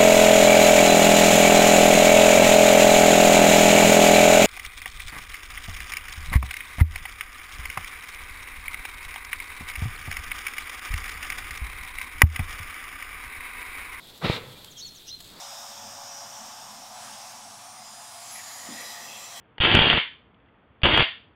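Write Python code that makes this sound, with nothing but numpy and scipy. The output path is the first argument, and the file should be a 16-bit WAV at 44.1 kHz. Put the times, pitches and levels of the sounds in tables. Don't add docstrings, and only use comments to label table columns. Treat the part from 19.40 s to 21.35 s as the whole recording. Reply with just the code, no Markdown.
import sys
import numpy as np
from scipy import signal
from scipy.fft import rfft, irfft, next_fast_len
from scipy.io import wavfile
from scipy.ndimage import uniform_filter1d

SR = 44100
rng = np.random.default_rng(int(sys.argv[2]) if len(sys.argv) > 2 else 0)


def log_audio(samples):
    frames = np.atleast_2d(samples).T
    limited = np.clip(frames, -1, 1)
    pcm = np.round(limited * 32767).astype(np.int16)
    wavfile.write(sys.argv[1], SR, pcm)


N = 85995

# frequency_hz, gain_db
RECORDER_BAND = [(10, -1), (3400, -1), (3620, -7.5), (3850, -19), (4150, -21.5), (4550, -19.5),
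                 (4800, -26), (5050, -41), (5350, -77), (6000, -120)]
# frequency_hz, level_db
HUSH_SPECTRUM = [(15, -54.5), (25, -19.5), (42, -10.5), (66, -1.5), (257, -5), (390, -10), (445, -7.5),
                 (567, -12), (1220, -12.5), (1520, -15), (2760, -21.5), (4780, -25), (6210, -64),
                 (10500, -120)]
# start_s, level_db
CLICK_EVENTS = [(0.1813, -29), (0.9443, -55.5), (1.001, -60), (1.060, -62), (1.086, -58), (1.4175, -33)]
# frequency_hz, level_db
CLICK_SPECTRUM = [(60, -6), (400, -2), (1300, -8), (2000, -1), (3000, -0.5), (5000, -4)]
# start_s, stop_s
ARC_BURSTS = [(0.2027, 0.59), (1.4337, 1.6315)]
# time_s, crack_db, sputter_db
ARC_STRENGTH = [
    [(0.203, -18.5, -29.5), (0.24, -16, -26), (0.27, -22, -27), (0.335, -20.5, -24), (0.36, -19.5, -21.5),
     (0.395, -18.5, -24), (0.425, -18.5, -23.5), (0.47, -22, -24.5), (0.505, -19, -27), (0.53, -22.5, -24),
     (0.575, -19.5, -30), (0.594, -24, -37)],
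    [(1.434, -18, -30.5), (1.455, -25, -17), (1.476, -24, -25.5), (1.50, -23, -25), (1.545, -18.5, -25.5),
     (1.58, -19.5, -23.5), (1.615, -18.5, -26), (1.632, -21, -31)],
]
# frequency_hz, level_db
CRACK_SPECTRUM = [(30, -20.5), (300, -18), (600, -13), (950, -14.5), (1400, -10.5), (1700, -6.5),
                  (2100, -0.5), (2450, -5.5), (2900, -0.5), (3400, 1), (5000, -0.5)]
# frequency_hz, level_db
SPUTTER_SPECTRUM = [(15, -0.5), (40, -5), (110, 5), (300, 1.5), (700, -1.5), (1200, -10), (2000, -9),
                    (5000, -10.5)]
# frequency_hz, t60_s
ROOM_DECAY = [(100, 0.13), (500, 0.2), (1400, 0.31), (3200, 0.34), (5000, 0.34)]
# pitch_hz, level_db, t60_s
CASING_MODES = [(1370, -12, .14), (1721, -11, 0.039), (1990, 0, 0.16), (2060, -5, .1), (2380, -1.5, 0.3),
                (2520, -3, .09), (2895, 1, .13), (2984, -6, 0.06), (3240, 0, 0.05), (3270, -5, 0.12),
                (3370, -1, 0.13)]
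# centre_s, signed_height, half_width_s
OVERLOAD_POPS = [(0.2060, .2, .0025), (0.3480, .45, .0006), (0.3530, -.42, .0014), (0.3733, .3, .0016),
                 (0.4152, -.22, .001), (0.5420, .16, .0015), (1.4368, .36, .0015), (1.4425, -.09, .004),
                 (1.5030, .13, .001), (1.5415, .13, .0015)]
# start_s, snap_db, crack_db, sputter_db
HARD_SPARK_EVENTS = [(0.2525, -6, -16, -24), (0.2556, -5, -18, -24), (0.2727, -7, -22, -24),
                     (0.3150, -16, -11, -26), (0.3520, 0.5, -12, -20), (0.3546, -10, -14, -20),
                     (0.3710, -5, -11, -12), (0.3912, -6, -9, -11), (0.4250, -8, -12, -26),
                     (0.4855, -18, -12, -26), (0.5004, -12, -4, -20), (0.5110, -18, -11, -26),
                     (0.5300, -5, -22, -20), (1.4569, 1, -10, -20), (1.4646, -4, -20, -24),
                     (1.4677, -5, -20, -22), (1.4874, -5, -20, -24), (1.4905, -6, -22, -24),
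                     (1.5433, -7, -16, -22), (1.5465, -6, -17, -24), (1.5656, -6, -20, -24),
                     (1.5742, -16, -11, -20), (1.5769, 0.5, -11, -17), (1.5935, -18, -12, -18),
                     (1.5959, -4, -13, -18), (1.6040, -14, -16, -13), (1.6066, -5, -17, -15),
                     (1.6258, -9, -10, -14)]

CLICK_T60_S, CRACK_T60_S, SPUTTER_T60_S = 0.025, 0.0097, 0.012
PUFF_RISE_S, SNAP_WIDTH_S = 0.0002, 0.00005
SPARK_RATE_HZ, GAP_JITTER, PUFF_SCATTER_DB, SNAP_SCATTER_DB = 320, 0.14, 2.6, 4
HUSH_DB, SPUTTER_DB, SNAP_DB = -59, -0.5, -3
ARC_ROOM_DB, RING_DB, HARD_ROOM_DB = 2.5, -9, -3
SNAP_ROOM_DB, SNAP_ROOM_HZ = -7.5, 250
TOP_HZ = 15870


def amp(db):
    return 10 ** (np.asarray(db) / 20)


def rms(x):
    return np.sqrt(np.mean(x ** 2) + 1e-20)


def along(points, hz):
    frequencies, values = np.transpose(points)
    return np.interp(np.log(hz + 1), np.log(np.sort(frequencies) + 1), values)


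def filtered(x, response):
    size = next_fast_len(N + SR // 2)
    return irfft(rfft(x, size) * response(np.fft.rfftfreq(size, 1 / SR)), size)[:N]


def coloured(x, spectrum):
    return filtered(x, lambda hz: amp(along(spectrum, hz)))


def heard(x):
    return coloured(x, RECORDER_BAND)


def at_level(x, target_rms):
    return x * target_rms / rms(heard(x))


def answer(x, response):
    return at_level(signal.fftconvolve(x, response)[:N], rms(heard(x)))


def impulses(times, sizes):
    return np.bincount(np.round(np.asarray(times) * SR).astype(int), sizes, N)[:N]


def puffs(times, sizes, t60_s, spectrum):
    t = np.arange(SR // 8) / SR
    envelope = (1 - np.exp(-t / PUFF_RISE_S)) * amp(-60 * t / t60_s)
    power = signal.fftconvolve(impulses(times, sizes) ** 2, envelope ** 2)[:N]
    noise = coloured(rng.standard_normal(N), spectrum)
    return np.sqrt(np.abs(power)) * at_level(noise, 1)


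def hush():
    return at_level(coloured(rng.standard_normal(N), HUSH_SPECTRUM), amp(HUSH_DB))


def clicks():
    start_s, level_db = np.transpose(CLICK_EVENTS)
    return puffs(start_s, amp(level_db), CLICK_T60_S, CLICK_SPECTRUM)


def arc():
    cracks, snaps = np.zeros(N), np.zeros(N)
    for (start_s, stop_s), strength in zip(ARC_BURSTS, ARC_STRENGTH):
        chance = rng.standard_normal((200, 3))
        gaps_s = np.exp(GAP_JITTER * chance[:, 0]) / SPARK_RATE_HZ
        times = start_s + np.cumsum(gaps_s) - gaps_s[0]
        burning = times < stop_s
        times, chance = times[burning], np.clip(chance[burning], -2, 2)
        puff_scatter = amp(PUFF_SCATTER_DB * chance[:, 1])
        snap_scatter = amp(SNAP_SCATTER_DB * chance[:, 2])

        time_s, crack_db, sputter_db = np.transpose(strength)
        crack_gain = amp(np.interp(times, time_s, crack_db))
        sputter_gain = amp(np.interp(times, time_s, sputter_db))
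        crack = puffs(times, crack_gain * puff_scatter, CRACK_T60_S, CRACK_SPECTRUM)
        sputter = puffs(times, sputter_gain * puff_scatter, SPUTTER_T60_S, SPUTTER_SPECTRUM)
        spikes = impulses(times, sputter_gain * snap_scatter)
        spikes -= uniform_filter1d(spikes, size=SR // 100)

        share = np.sqrt((stop_s - start_s) * SR / N)
        cracks += at_level(crack, rms(crack_gain) * share)
        snaps += amp(SPUTTER_DB) * at_level(sputter, rms(sputter_gain) * share)
        snaps -= amp(SNAP_DB) * at_level(spikes, rms(sputter_gain) * share)
    return cracks, snaps


def room_tail():
    hz, t, spectra = signal.stft(rng.standard_normal(SR // 2), SR, nperseg=256)
    decay = amp(-60 * t / along(ROOM_DECAY, hz)[:, None])
    return signal.istft(spectra * decay, SR, nperseg=256)[1]


def casing_ring():
    t = np.arange(SR // 2) / SR
    return sum(amp(db - 60 * t / t60_s) * np.sin(2 * np.pi * hz * t) for hz, db, t60_s in CASING_MODES)


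def in_room(cracks):
    tail = amp(ARC_ROOM_DB) * answer(cracks, room_tail())
    ring = amp(RING_DB) * answer(cracks, casing_ring())
    return at_level(cracks + tail + ring, rms(heard(cracks)))


def microphone_pops():
    t = np.arange(N) / SR
    return sum(height * np.exp(-((t - centre_s) / half_width_s) ** 2)
               for centre_s, height, half_width_s in OVERLOAD_POPS)


def hard_sparks():
    start_s, snap_db, crack_db, sputter_db = np.transpose(HARD_SPARK_EVENTS)
    t = (np.arange(N) - N // 2) / SR
    pulse = np.exp(-(t / SNAP_WIDTH_S) ** 2)
    snaps = signal.fftconvolve(impulses(start_s, amp(snap_db)), pulse / heard(pulse).max(), "same")
    sputter = puffs(start_s, amp(sputter_db), SPUTTER_T60_S, SPUTTER_SPECTRUM)
    cracks = puffs(start_s, amp(crack_db), CRACK_T60_S, CRACK_SPECTRUM)
    return cracks, sputter - snaps


def scene():
    cracks, arc_snaps = arc()
    hard_cracks, hard_snaps = hard_sparks()
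    snaps = arc_snaps + hard_snaps
    radiated_snaps = filtered(snaps, lambda hz: hz ** 2 / (hz ** 2 + SNAP_ROOM_HZ ** 2))
    tail = answer(amp(SNAP_ROOM_DB) * radiated_snaps + amp(HARD_ROOM_DB) * hard_cracks, room_tail())
    return (in_room(cracks) + hard_cracks + snaps + tail + microphone_pops() + clicks() + hush())[None]


def record(dry):
    clipped = np.clip(heard(dry[0]), -1, 1)
    return filtered(clipped, lambda hz: hz < TOP_HZ)[None]


dry = scene()
out = record(dry)
log_audio(out)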